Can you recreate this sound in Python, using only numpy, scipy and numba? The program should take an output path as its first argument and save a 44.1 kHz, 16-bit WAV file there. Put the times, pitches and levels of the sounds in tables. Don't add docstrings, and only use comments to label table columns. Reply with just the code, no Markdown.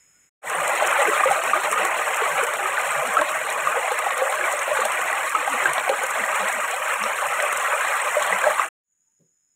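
import sys
import numpy as np
from scipy import signal
from scipy.fft import rfft, irfft, next_fast_len
from scipy.io import wavfile
from scipy.ndimage import uniform_filter1d, minimum_filter1d
from numba import njit

SR = 44100
rng = np.random.default_rng(int(sys.argv[2]) if len(sys.argv) > 2 else 0)


def bounce(signal):
    frames = np.transpose(np.atleast_2d(signal))
    limited = np.clip(frames, -1, 1)
    pcm = np.round(limited * 32767).astype(np.int16)
    wavfile.write(sys.argv[1], SR, pcm)


N = 421155


def from_db(db):
    return 10 ** (np.asarray(db) / 20)


def rms_one(x):
    return x / np.sqrt(np.mean(x ** 2) + 1e-20)


def gains(rows):
    s, *columns = np.transpose(rows)
    t = np.arange(N) / SR
    return [from_db(np.interp(t, s, db, left=-np.inf, right=-np.inf)) for db in columns]


def drift(per_s):
    ratio = np.arange(N // 2 + 1) * SR / N / per_s
    shape = np.sqrt(ratio) / (1 + ratio ** 2)
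    return rms_one(irfft(rfft(rng.standard_normal(N)) * shape, N))


def humps(rows, half_s):
    t = np.arange(0, N, 64) / SR
    bells = sum(height * np.exp(-((t - s) / half_s) ** 2) for s, height in rows)
    return np.interp(np.arange(N) / SR, t, bells)


def coloured(x, spectrum):
    size = next_fast_len(N + SR // 2, True)
    hz, db = np.transpose(spectrum)
    grid = np.maximum(np.arange(size // 2 + 1) * SR / size, 1)
    magnitude = from_db(np.interp(np.log(grid), np.log(hz), db))
    cepstrum = irfft(np.log(magnitude), size)
    response = np.exp(rfft(2 * cepstrum[:size // 2], size))
    return rms_one(irfft(rfft(x, size) * response, size)[:N])


def noise(spectrum):
    return coloured(rng.standard_normal(N), spectrum)


def band(x, low_hz, high_hz):
    return signal.sosfilt(signal.butter(2, [low_hz, high_hz], "band", fs=SR, output="sos"), x)


def strikes(rows):
    s, db = np.transpose(rows)[:2]
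    return np.bincount((s * SR).astype(int), from_db(db), N)


@njit
def ring_bubbles(start, height, hz, cycles, rise, swell):
    out = np.zeros(N)
    for k in range(len(start)):
        length = int(cycles[k] * SR / hz[k]) + 2
        fade = np.exp(-np.log(1000) / length)
        opening = np.exp(-hz[k] / (swell * SR))
        level, closed, phase = height[k], 1.0, 0.0
        for i in range(min(length, N - start[k])):
            out[start[k] + i] += level * (1 - closed) * np.sin(phase)
            phase += 2 * np.pi * hz[k] / SR * (1 + rise[k] * i / length)
            level *= fade
            closed *= opening
    return out


def swarm(per_s, low_hz, high_hz, cycles, rise, swell, size_db, surge):
    start = np.flatnonzero(rng.random(N) < per_s * surge / surge.mean() / SR)
    pitch, size, life, glide, sign = rng.random((len(start), 5)).T
    hz = low_hz + (high_hz - low_hz) * pitch
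    loudness = from_db(size_db * np.minimum(-np.log(1 - size), 3.5))
    height = loudness * np.sqrt(hz) * np.sign(sign - .5)
    return rms_one(ring_bubbles(start, height, hz, cycles * (.5 + life), rise * glide, swell))


def single_bubbles(rows, cycles, rise, swell):
    s, db, hz = np.transpose(rows)
    life = cycles * (hz / np.median(hz)) ** 0.25 * rng.uniform(1.0, 1.92, len(s))
    start = (s * SR).astype(np.int64)
    return ring_bubbles(start, from_db(db), hz * (1 - rise / 6), life, np.full(len(s), rise), swell)


def splats(hits, t60):
    power = signal.lfilter([1], [1, -from_db(-120 / (t60 * SR))], hits ** 2 + 1e-18)
    return np.sqrt(power) * rng.standard_normal(N)


def spatter(per_s, size_db, t60, surge):
    lands = rng.random(N) < per_s * surge / surge.mean() / SR
    sizes = from_db(size_db * np.minimum(rng.exponential(1, N), 4))
    return rms_one(splats(lands * sizes, t60))


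def among_rocks(x, echo_db, t60):
    t = np.arange(SR // 4) / SR
    tail = rng.standard_normal(len(t)) * from_db(-60 * t / t60) * (t > .002)
    return x + from_db(echo_db) * signal.fftconvolve(x, tail / np.linalg.norm(tail))[:N]


def crickets(count):
    centre_hz, spread_hz, pulse_hz = 5180, 30, 85
    t, out = np.arange(N) / SR, 0
    for k, (detune, pace) in enumerate(rng.uniform(-1, 1, (count, 2))):
        wing = np.sin(2 * np.pi * (centre_hz + spread_hz * detune) * t + .25 * drift(15.0))
        pulse_phase = 2 * np.pi * pulse_hz * (1 + 0.23 * pace) * t + .9 * drift(9)
        out = out + from_db(-10 * k) * wing * (1 + 0.48 * np.sin(pulse_phase))
    return rms_one(out)


def far_notes():
    # time_s at the peak, peak_db, pitch_hz before the waver
    note_rows = [(0.17, -65, 1440), (9.09, -82, 890)]
    half_s, waver_share = 0.025, 0.029
    t = np.arange(N) / SR
    turns_s = np.cumsum(1 + waver_share * drift(70)) / SR
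    out = np.zeros(N)
    for s, db, hz in note_rows:
        out += from_db(db) * np.exp(-((t - s) / half_s) ** 2) * np.sin(2 * np.pi * hz * turns_s)
    return out


def soft_bump():
    # (relative, per Hz)
    bump_spectrum = [(60, -37), (160, 2), (250, -7), (340, -6), (510, -6), (680, -26), (2000, -42)]
    start_s, peak_db, attack_s, t60_s = 9.19, -60.5, .018, 0.25
    age = np.arange(N) / SR - start_s
    decay_db = peak_db - 60 * np.maximum(age - attack_s, 0) / t60_s
    return np.clip(age / attack_s, 0, 1) * from_db(decay_db) * noise(bump_spectrum)


def forest():
    # time_s, air_db, cicadas_db, crickets_db
    forest_levels = [(0, -64, -61, -61), (.25, -64, -62, -63), (.292, -69, -69, -69),
                     (.3, -130, -130, -130), (8.8, -130, -130, -130), (8.86, -97, -88, -105),
                     (8.92, -86, -73, -100), (9.04, -82, -69, -81), (9.55, -82, -69.5, -76)]
    # (relative, per Hz)
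    air_first = [(40, -11), (140, -5.5), (900, -15.5), (1450, -8), (2200, -4.5), (4000, -23), (6000, -26),
                 (7800, -4.5), (9200, -18), (10000, -10.5), (11000, -19), (15500, -25)]
    air_second = [(40, 1), (170, 5), (600, -6), (1100, -5.5), (1600, 1.5), (4000, -12.5), (7300, -13.5),
                  (7900, 0), (10500, -3), (11600, -15.5), (15500, -24)]
    # (relative, per Hz)
    cicada_spectrum = [(5500, -44), (6000, -30.5), (6300, -18), (6450, -18), (6700, -2.5), (7060, -3),
                       (7200, -21.5), (7500, -36)]
    air_gain, cicada_gain, cricket_gain = gains(forest_levels)
    t = np.arange(N) / SR
    air = np.where(t < t[-1] / 2, noise(air_first), noise(air_second))
    air = air + (from_db(2.5 * drift(14)) - 1) * band(air, 120, 700)
    insects = cicada_gain * noise(cicada_spectrum) + cricket_gain * crickets(count=3)
    return air_gain * air + insects + far_notes() + soft_bump()


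def gulps(length_s, wobble):
    # time_s at the fullest, level_db (relative),
    # pitch_hz before the wobble
    gulp_rows = [(0.593, -43, 152), (1.09, -32.5, 367), (1.5, -45, 256), (1.58, -35, 347),
                 (1.812, -46, 206), (1.86, -35, 344), (2.336, -46, 156), (2.641, -34, 375),
                 (2.99, -44, 152), (3.084, -41, 228), (3.21, -35, 321), (3.661, -49, 155), (4.43, -37, 362),
                 (4.839, -46.5, 226), (5.381, -42, 284), (5.535, -36.5, 254), (5.665, -34.5, 348),
                 (5.7, -45, 136), (6.217, -41.5, 234), (6.435, -41, 216), (6.572, -45, 234),
                 (7.04, -38.5, 205), (8.338, -40, 195)]
    out, swell, shape = np.zeros(N), np.hanning(int(length_s * SR)), drift(12.3)
    for s, db, hz in gulp_rows:
        start = int((s - length_s / 2) * SR)
        span = slice(start, start + len(swell))
        phase = 2 * np.pi * np.cumsum(hz * (1 + wobble * shape[span])) / SR
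        out[span] += from_db(db) * swell * np.sin(phase)
    return out * from_db(2 * drift(30))


def near_splashes():
    # start_s, level_db (relative), pitch_hz (nominal)
    plop_rows = [(0.8, -15.5, 772), (0.82, -6.5, 830), (0.822, -4, 605), (0.903, -14, 2078),
                 (0.961, -9.5, 843), (1.018, -10.5, 830), (1.053, -6, 2100), (1.08, -7.5, 436),
                 (1.131, -6.5, 1280), (1.235, -1.5, 1195), (1.256, -3, 537), (1.287, -6, 1310),
                 (1.309, -2.5, 786), (1.418, -8.5, 1200), (1.533, 4, 1207), (1.728, -5.5, 1220),
                 (1.776, -10, 1250), (1.85, -11.5, 767), (1.994, -8.5, 1220), (2.218, -8.5, 460),
                 (2.393, -13, 590), (2.411, -4.5, 1480), (2.427, -9.5, 471), (2.656, -7, 1220),
                 (2.772, -10, 1800), (2.779, -5, 1506), (3.168, -0.5, 1320), (3.189, -5, 1580),
                 (3.212, -7, 620), (3.217, -7, 1070), (3.671, -2, 1200), (3.725, -10, 1370),
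                 (3.766, -8, 510), (3.911, -12, 846), (3.915, -9.5, 508), (4.064, -6, 800),
                 (4.218, -6, 526), (4.41, -9, 1680), (4.44, -9.5, 2300), (4.535, -11.5, 584),
                 (4.677, -11, 567), (4.713, -5.5, 598), (4.771, -14, 1230), (4.788, -7.5, 513),
                 (4.817, -4.5, 1203), (4.853, -10, 626), (5.128, -6.5, 1920), (5.35, -2.5, 1270),
                 (5.475, -5, 793), (5.656, -1, 1585), (5.696, -9, 1030), (5.779, -8, 1044),
                 (5.893, -4, 550), (5.912, -12.5, 440), (6.034, -11, 530), (6.238, -3.5, 1900),
                 (6.325, -10, 1210), (7.401, -8, 1940), (7.43, -10, 591), (7.733, -7, 575),
                 (7.808, -8, 1580), (7.872, -8.5, 1920), (7.938, -10.5, 2077), (8.167, -4, 595),
                 (8.217, -7, 1090), (8.325, -5, 1980), (8.44, -1.5, 1610), (8.466, -4, 618),
                 (8.472, -6, 844), (8.595, 3, 1197), (8.616, -10, 2000)]
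    # start_s, level_db (relative), pitch_hz (nominal)
    drop_rows = [(0.7528, -17.5, 8100), (1.3155, -11.5, 8540), (1.8503, -10, 8000), (2.5367, -16, 8200),
                 (3.073, -16.5, 8870), (3.5015, -15, 8500), (4.592, -16.5, 6440), (4.8524, -8.5, 8360),
                 (4.9193, -15, 8330), (5.7339, -12, 8650), (5.8921, -16, 8700), (6.0343, -16, 9600),
                 (6.4852, -13.5, 7650), (7.037, -16.5, 5510)]
    # start_s, level_db (relative)
    slap_rows = [(0.8, -31), (1.277, -27), (1.637, -29.5), (1.774, -32), (2.769, -28.5), (3.212, -26.5),
                 (4.106, -24.5), (4.591, -29.5), (4.851, -26), (5.654, -31), (5.78, -20), (5.798, -28),
                 (5.893, -18.5), (7.037, -23.5), (7.401, -23)]
    # start_s, level_db (relative)
    low_click_rows = [(1.257, -5), (3.214, -6), (5.656, -15), (7.039, -16)]
    plops = band(single_bubbles(plop_rows, cycles=22.2, rise=0.16, swell=2.37), 380, 6000)
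    bursts = band(splats(strikes(plop_rows), t60=0.037), 430, 2600)
    slap = splats(strikes(slap_rows), t60=0.025)
    slaps = from_db(13) * band(band(slap, 380, 3700), 380, 3700)
    low_clicks = band(strikes(low_click_rows), 25, 260)
    taps = band(splats(strikes(drop_rows), t60=0.028), 2900, 12000)
    drops = single_bubbles(drop_rows, cycles=46, rise=0.0594, swell=3.2) + from_db(-12.0) * taps
    return from_db(1.2) * plops + from_db(-16) * bursts + slaps + low_clicks + from_db(1.0) * drops


def spray_layer(wavelets, wash, splashing):
    # (relative, per Hz)
    spray_spectrum = [(3000, -35.5), (5400, -6.5), (6050, -9.5), (6800, -0.5), (7900, 2), (8750, 2.5),
                      (9350, -7), (9850, -3.5), (11400, -10), (12000, -11), (13100, -7), (13850, -15.5),
                      (15300, -11.5), (17000, -22.5)]
    fizz = swarm(2400, 4610, 15800, cycles=170, rise=0.11, swell=0.15, size_db=3.5,
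                 surge=from_db(1.6 * wavelets))
    ticks = spatter(50, size_db=3.9, t60=.015, surge=from_db(2 * wavelets + 3 * drift(7)))
    pings = swarm(45, 6500, 10000, cycles=130, rise=0.073, swell=.5, size_db=5.5,
                  surge=from_db(2 * wavelets))
    droplets = from_db(2.5) * splashing + from_db(0.5) * ticks + from_db(-10.0) * pings
    return coloured(fizz + wash + droplets, spray_spectrum)


def babble_layer(wavelets, wash, splashing):
    # (relative, per Hz)
    babble_spectrum = [(500, -39), (900, -9), (1070, -2), (1240, -1.5), (1380, -5.5), (1530, -3.5),
                       (1740, -7), (1920, -4.5), (2250, -9), (2390, -7.5), (2900, -15.5), (3650, -25.5),
                       (4400, -27.5), (6000, -54.5)]
    small = swarm(1600, 901.8, 4630, cycles=95.4, rise=0.22, swell=0.016, size_db=0.96,
                  surge=from_db(2.4 * wavelets))
    babble = coloured(small + from_db(-1) * wash + from_db(-8) * splashing, babble_spectrum)
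    return babble + (from_db(2.8 * drift(5.0)) - 1) * band(babble, 3100, 5200)


def gurgle_layer(wavelets, wash):
    # (relative, per Hz)
    gurgle_spectrum = [(30, -54.5), (100, -30), (145, -26), (175, -27), (230, -26.5), (285, -31.5),
                       (350, -16), (390, -18), (450, -5.5), (605, 4), (700, -1), (800, 4.5), (930, -2.5),
                       (1300, -26.5)]
    # time_s, level_db over its usual level
    low_levels = [(0.6, 2), (3.7, 0.5), (4.2, -4.5), (4.7, -1), (5.6, 2.5), (6.3, -0.5), (7.1, 1),
                  (7.85, -4.5), (8.3, 1)]
    big = swarm(420, 330, 1005.0, cycles=42.0, rise=0.33, swell=0.8, size_db=2.5,
                surge=from_db(2.2 * wavelets + 1.2 * drift(12)))
    deep = swarm(130, 110, 340, cycles=23.4, rise=.25, swell=1.2, size_db=3.5,
                 surge=from_db(1.5 * wavelets + 4 * drift(6)))
    pockets = swarm(30, 140, 521, cycles=34, rise=0.2, swell=11, size_db=1.5, surge=from_db(wavelets))
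    bubbles = big + from_db(-2.0) * deep + from_db(-12) * pockets
    gurgle = coloured(bubbles + from_db(-4) * wash, gurgle_spectrum)
    low_gain = from_db(np.interp(np.arange(N) / SR, *np.transpose(low_levels)))
    return gurgle + (low_gain - 1) * band(gurgle, 70, 550)


def stream():
    # time_s, level_db over its usual level
    current_rows = [(0.6, 0.5), (0.9, 4.5), (1.3, 2.5), (1.55, 1.15), (2.35, 0.8), (3.4, 0), (4.8, 0.5),
                    (6.4, 0.5), (6.9, -0.5), (7.8, 2), (8.6, 0.6)]
    # time_s at the crest, gurgle_db added, babble_db added
    wave_rows = [(0.59, 1.5, 1.5), (0.68, 3.5, 1.5), (1.28, 3, -1.5), (1.8, 3.5, 3), (2.38, 4.5, 3),
                 (3.2, 4, 0), (3.8, 5, -1), (4.24, 3, -0.5), (4.79, 8.5, 2), (5.65, 2.5, 2.5),
                 (5.91, 6, -1.5), (6.36, 1.5, 2), (6.46, 3, 3), (6.91, 1, 3.5), (7.42, 1.5, -0.5),
                 (8.32, 4.5, 1), (8.47, 7, 1)]
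    # time_s at the trough, loss_db
    lull_rows = [(0.785, 0), (1.39, 0.5), (1.61, 3), (2.52, 4.5), (3.258, 2.5), (3.62, 1), (4.16, 2.5),
                 (4.57, 3.5), (5.29, 2.5), (5.45, 1.5), (5.83, 3), (6.08, 3.5), (6.56, 2), (6.84, 2),
                 (6.995, 2.5), (8.11, -1)]
    wave_half_s, lull_half_s = 0.038, 0.022
    t = np.arange(N) / SR
    wavelets = drift(24)
    wash = from_db(-9) * rng.standard_normal(N)
    splashing = spatter(150, size_db=1.0, t60=0.19, surge=from_db(3.1 * wavelets))

    current_db = np.interp(t, *np.transpose(current_rows))
    lulls_db = humps(lull_rows, lull_half_s)
    gurgle_waves_db = humps([(s, db) for s, db, _ in wave_rows], wave_half_s)
    babble_waves_db = humps([(s, db) for s, _, db in wave_rows], wave_half_s)
    gurgle_swing_db = gurgle_waves_db - 1.3 * lulls_db
    babble_swing_db = babble_waves_db - lulls_db
    gurgle_db = -28.5 + 0.82 * current_db - 0.49 * t + gurgle_swing_db
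    babble_db = -25.5 + current_db + babble_swing_db
    spray_db = -36 + 0.74 * current_db + .4 * babble_swing_db

    gurgle = from_db(gurgle_db) * gurgle_layer(wavelets, wash)
    babble = from_db(babble_db) * babble_layer(wavelets, wash, splashing)
    spray = from_db(spray_db) * spray_layer(wavelets, wash, splashing)
    return gurgle + babble + spray


def stream_fade():
    start_s, end_s = 0.415, 8.69
    fade_in_s, fade_out_s, fade_out_db = 0.047, 0.047, 12.5
    t = np.arange(N) / SR
    opening = (1 - np.exp(-np.maximum(t - start_s, 0) / fade_in_s)) ** 2
    closing = from_db(-fade_out_db * np.clip(1 - (end_s - t) / fade_out_s, 0, 1))
    return opening * closing * np.clip((end_s - t) / .005, 0, 1)


def scene():
    close = among_rocks(near_splashes(), echo_db=-11.0, t60=0.28)
    water = stream() + close + from_db(0.5) * gulps(length_s=0.11, wobble=0.079)
    return (water * stream_fade() + forest())[None]


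def limited(x, ceiling):
    size = SR // 200
    needed = ceiling / np.maximum(np.abs(x), ceiling)
    return x * uniform_filter1d(minimum_filter1d(needed, size), size)


def record(dry):
    notch_hz, notch_width_hz, cutoff_hz = 4850, 1050, 15600
    depth_db, waver_db = -25, 8.5
    edges = notch_hz + notch_width_hz * np.array([-.5, .5])
    notched = signal.sosfilt(signal.butter(2, edges, "bandstop", fs=SR, output="sos"), dry)
    leak = from_db(np.minimum(depth_db + waver_db * drift(3), 0))
    notched = notched + leak * (dry - notched)
    low_pass = signal.ellip(10, .2, 80, cutoff_hz, fs=SR, output="sos")
    return signal.sosfilt(low_pass, limited(notched, ceiling=.49))


dry = scene()
out = record(dry)
bounce(out)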